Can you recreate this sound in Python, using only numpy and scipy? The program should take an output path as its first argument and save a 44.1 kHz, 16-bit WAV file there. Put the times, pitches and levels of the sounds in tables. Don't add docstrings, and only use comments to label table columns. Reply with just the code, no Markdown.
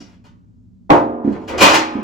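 import sys
import numpy as np
from scipy import signal
from scipy.fft import rfft, irfft
from scipy.io import wavfile

SR = 44100
rng = np.random.default_rng(int(sys.argv[2]) if len(sys.argv) > 2 else 0)


def transcribe(signal):
    frames = np.atleast_2d(signal).T
    limited = np.clip(frames, -1, 1)
    pcm = np.round(limited * 32767).astype(np.int16)
    wavfile.write(sys.argv[1], SR, pcm)


N = 89522
T = np.arange(N) / SR


def from_db(db):
    return 10 ** (np.asarray(db) / 20)


def at_hz(points, hz):
    f, v = np.transpose(points)
    return np.interp(np.log(np.maximum(hz, 1)), np.log(f), v)


def convolve(x, response):
    return signal.fftconvolve(np.atleast_2d(x), np.atleast_2d(response), axes=-1)[:, :N]


def high_passed(x, hz, order=2):
    return signal.sosfilt(signal.butter(order, hz, "high", fs=SR, output="sos"), x)


def coloured(x, colour):
    size = 8192
    gain = from_db(at_hz(colour, np.fft.rfftfreq(size, 1 / SR)))
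    cepstrum = irfft(np.log(gain))
    cepstrum[1:size // 2] *= 2
    cepstrum[size // 2 + 1:] = 0
    return convolve(x, irfft(np.exp(rfft(cepstrum))))


def room_tone():
    # (frequency [Hz], gain [dB])
    colour = [(25, -10), (50, -3.5), (75, -6.5), (103, 2.5), (145, -14), (183, 2), (210, -10.5), (240, -3),
              (300, -15.5), (400, -29.5), (800, -45), (2000, -55.5), (8000, -54), (16000, -69)]
    level_db, side_db = -47, -5.5
    mid, side = coloured(rng.standard_normal((2, N)), colour)
    return from_db(level_db) * (mid + from_db(side_db) * side * [[1], [-1]]) / mid.std()


def diffuse_modes(t60_table, mean_gap_hz):
    # (frequency [Hz], side over mid [dB])
    side_over_mid = [(60, -15), (280, -11), (550, -4.5), (1100, -3.5), (2200, -3), (4500, -6), (8000, 0),
                     (15000, 1.5)]
    size = 65536
    hz, t = np.fft.rfftfreq(size, 1 / SR), np.arange(size) / SR
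    present = rng.random(len(hz)) < hz[1] / mean_gap_hz
    mid, side = np.exp(2j * np.pi * rng.random((2, len(hz)))) * present
    width = from_db(at_hz(side_over_mid, hz))
    spectrum = np.array([mid + width * side, mid - width * side]) / np.sqrt(1 + width ** 2)
    spectrum /= irfft(spectrum).std() * np.sqrt(SR / 100)
    octaves_hz = 62.5 * 2 ** np.arange(9)
    response = np.zeros((2, size))
    for centre_hz in octaves_hz:
        band = at_hz(np.c_[octaves_hz, octaves_hz == centre_hz], hz)
        response += irfft(spectrum * band) * from_db(-60 * t / at_hz(t60_table, centre_hz))
    return response


def ringing(modes):
    left_lag_s = 0.00038
    t = np.maximum(T - [[left_lag_s], [0]], 0)
    return sum(from_db(db - 60 * t / t60_s) * np.sin(2 * np.pi * hz * t) for hz, db, t60_s in modes)


def body_ring(gain_db):
    # (frequency [Hz]), (level [dB]), (T60 [s])
    mode_hz = [235.6, 255.7, 291.5, 317.3, 360, 391, 441.2, 532.2, 589, 677.8, 718, 775, 837, 911, 1024,
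               1078, 1247, 1414]
    mode_db = [-7.5, -5.5, -1.5, 0.5, -4, -9, -7.5, 0, 1, -1.5, -11, -24.5, -3, 14, -12, -27, 1, -6.5]
    mode_t60_s = [4.2, 2.1, 0.7, 0.95, 1.07, 1.4, 1.68, 0.91, 0.83, 0.9, 2.1, 2.4, 1.1, 0.39, .7, 0.97,
                  0.88, 1.3]
    return from_db(gain_db) * ringing(zip(mode_hz, mode_db, mode_t60_s))


def rim_and_handle_ring(body_db, rim_and_handle_db):
    # (frequency [Hz], level [dB], T60 [s])
    rim_and_handle_modes = [(194.7, -12.5, 0.25), (550.4, -15, .25), (579, -12, .3), (908, -14, 0.52),
                            (1080, -17.5, 0.41), (1200, -24, 0.23), (1435, -12, .3), (1870, -23, 0.5),
                            (2047, -25, .3), (2240, -26, 0.49), (2464, -17.5, .3), (2937, -11, 0.067),
                            (4080, -11.5, 0.43)]
    body = high_passed(body_ring(body_db), hz=400)
    return body + from_db(rim_and_handle_db) * ringing(rim_and_handle_modes)


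def bucket(force, colour, ring, direct_db, room_db):
    # (frequency [Hz], T60 [s])
    wall_t60 = [(1000, 3.3), (2500, 0.88), (6000, 0.82), (14000, 0.18)]
    room_t60 = [(60, 0.75), (300, 0.21), (1000, 0.36), (3000, 0.32), (7000, 0.26), (14000, 0.13)]
    wall = from_db(2.5) * high_passed(diffuse_modes(wall_t60, mean_gap_hz=23.8), hz=675)
    room = from_db(room_db) * diffuse_modes(room_t60, mean_gap_hz=0.5)
    sound = from_db(direct_db) * force + convolve(force, ring) + convolve(force, wall + room)
    return coloured(sound, colour)


def blows(contacts):
    force = np.zeros(N)
    for time_s, db in contacts:
        force[int(time_s * SR)] += from_db(db)
    return force


def stick_slip(strokes):
    slips_per_s, edge_s, slip_db, spread_db = 1500, 0.0075, -10.5, 1
    effort = np.zeros(N)
    for start_s, length_s, db in strokes:
        inside_s = np.minimum(T - start_s, start_s + length_s + edge_s - T)
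        effort += from_db(db) * np.clip(inside_s / edge_s, 0, 1)
    slips = (rng.random(N) < slips_per_s / SR) * rng.choice([-1, 1], N)
    scatter_db = spread_db * np.clip(rng.standard_normal(N), -2, 2)
    return effort * slips * from_db(slip_db + scatter_db)


def squeak():
    centre_hz, width_hz = 5300, 1050
    start_s, length_s, level_db = 0.0, 0.019, -26
    b, a = signal.iirpeak(centre_hz, centre_hz / width_hz, fs=SR)
    return signal.lfilter(b, a, stick_slip([(start_s, length_s, level_db)]))


def dragging():
    # (start [s], length [s], level [dB])
    strokes = [(1.32, 0.048, -24.5), (1.485, 0.079, -15.5), (1.565, .05, -15.5)]
    # (frequency [Hz], gain [dB])
    colour = [(30, -21), (95, 3.5), (170, -18), (300, 6.5), (450, 2.5), (900, -10), (1300, -10.5),
              (2300, -17.5), (4000, -34), (12000, -53)]
    return bucket(stick_slip(strokes), colour, body_ring(-27), direct_db=3, room_db=28.5)


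def rocking():
    # (time [s], level [dB])
    thumps = [(0.005, -26.5), (1.245, -3.5), (1.274, 0), (1.951, -8), (1.984, -11)]
    # (frequency [Hz], gain [dB])
    colour = [(30, -17.5), (110, -13), (200, 10), (300, 1.5), (400, 3), (550, -3.5), (1000, -24),
              (2000, -32), (5000, -61), (15000, -79)]
    # (frequency [Hz], level [dB], T60 [s])
    base_modes = [(248, -23.5, .18), (287, -9.5, 0.19), (335.4, -21, 0.25)]
    flex_s = 0.0027
    base_ring = ringing(base_modes) * (1 - np.exp(-T / flex_s))
    return bucket(blows(thumps), colour, body_ring(-32) + base_ring, direct_db=-11, room_db=25)


def grating():
    # (start [s], length [s], level [dB])
    strokes = [(0.0, 0.018, -42.5), (0.025, 0.12, -53), (0.237, 0.031, -45.5), (1.236, 0.09, -51),
               (1.318, 0.019, -41.5), (1.392, 0.17, -51.5), (1.474, 0.029, -30), (1.574, 0.042, -13.5),
               (1.604, 0.027, -7.5), (1.619, 0.045, -4), (1.675, 0.047, -11), (1.727, 0.029, -5),
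               (1.775, 0.02, -21)]
    # (frequency [Hz], gain [dB])
    colour = [(60, -42), (300, -1.5), (600, -5), (1100, 0.5), (1700, -3.5), (2600, -3), (3600, -9.5),
              (5500, -11), (8000, -14.5), (11000, -20.5), (15000, -34.5)]
    ring = rim_and_handle_ring(body_db=-25.5, rim_and_handle_db=-4.5)
    return bucket(stick_slip(strokes) + squeak(), colour, ring, direct_db=23.5, room_db=27.5)


def clatter():
    # (time [s], level [dB])
    clanks = [(1.484, -25), (1.611, -4.5), (1.620, 3), (1.624, -0.5), (1.637, -1), (1.689, -11),
              (1.743, -8.5), (1.792, -38)]
    # (frequency [Hz], gain [dB])
    colour = [(30, -40), (110, -9.5), (200, -6.5), (330, 9), (450, -11.5), (580, -1), (1000, -1),
              (1800, -6), (2600, -2.5), (4000, -14), (6500, -14.5), (10500, -16.5), (15000, -23)]
    ring = rim_and_handle_ring(body_db=-26.5, rim_and_handle_db=0)
    return bucket(blows(clanks), colour, ring, direct_db=16, room_db=29.5)


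def landing():
    # (time [s], level [dB])
    contacts = [(0.8945, -18), (0.8995, -4), (0.9035, 9.5), (0.917, 2), (0.952, -2)]
    # (frequency [Hz], gain [dB])
    colour = [(30, -32), (120, -12), (200, -8), (300, 3), (480, -2), (850, -1.5), (1100, -6.5),
              (1350, -12.5), (2400, -25.5), (4500, -38.5), (8000, -40.5), (15000, -49)]
    # (frequency [Hz], level [dB], T60 [s])
    foot_and_table_modes = [(122.2, -19.5, 0.56), (310.1, -17.5, 0.25), (699, -13.5, 0.094),
                            (845, -7.5, 0.18), (944, -11.5, .06), (1097, -10, 0.099)]
    ring = body_ring(-26) + ringing(foot_and_table_modes)
    return bucket(blows(contacts), colour, ring, direct_db=7, room_db=30)


def panned(stereo):
    # (frequency [Hz], left over right [dB])
    balance = [(80, -3), (280, -4), (550, 0.5), (1000, -2), (2000, 1.5), (4000, 3.5), (8000, 1)]
    left = coloured(stereo[0], [(hz, db / 2) for hz, db in balance])
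    right = coloured(stereo[1], [(hz, -db / 2) for hz, db in balance])
    return np.vstack([left, right])


def scene():
    return panned(landing() + rocking() + dragging() + clatter() + grating()) + room_tone()


def record(dry):
    low_hz, top_hz, ceiling = 34.3, 15900, 0.9
    x = high_passed(dry, low_hz, order=1)
    for hz, width_hz in [(9100, 2100), (13200, 940)]:
        b, a = signal.iirnotch(hz, hz / width_hz, fs=SR)
        x = signal.lfilter(b, a, signal.lfilter(b, a, x))
    rounded = x / (1 + (x / ceiling) ** 4) ** 0.25
    return signal.sosfilt(signal.ellip(10, 0.5, 60, top_hz, fs=SR, output="sos"), rounded)


dry = scene()
out = record(dry)
transcribe(out)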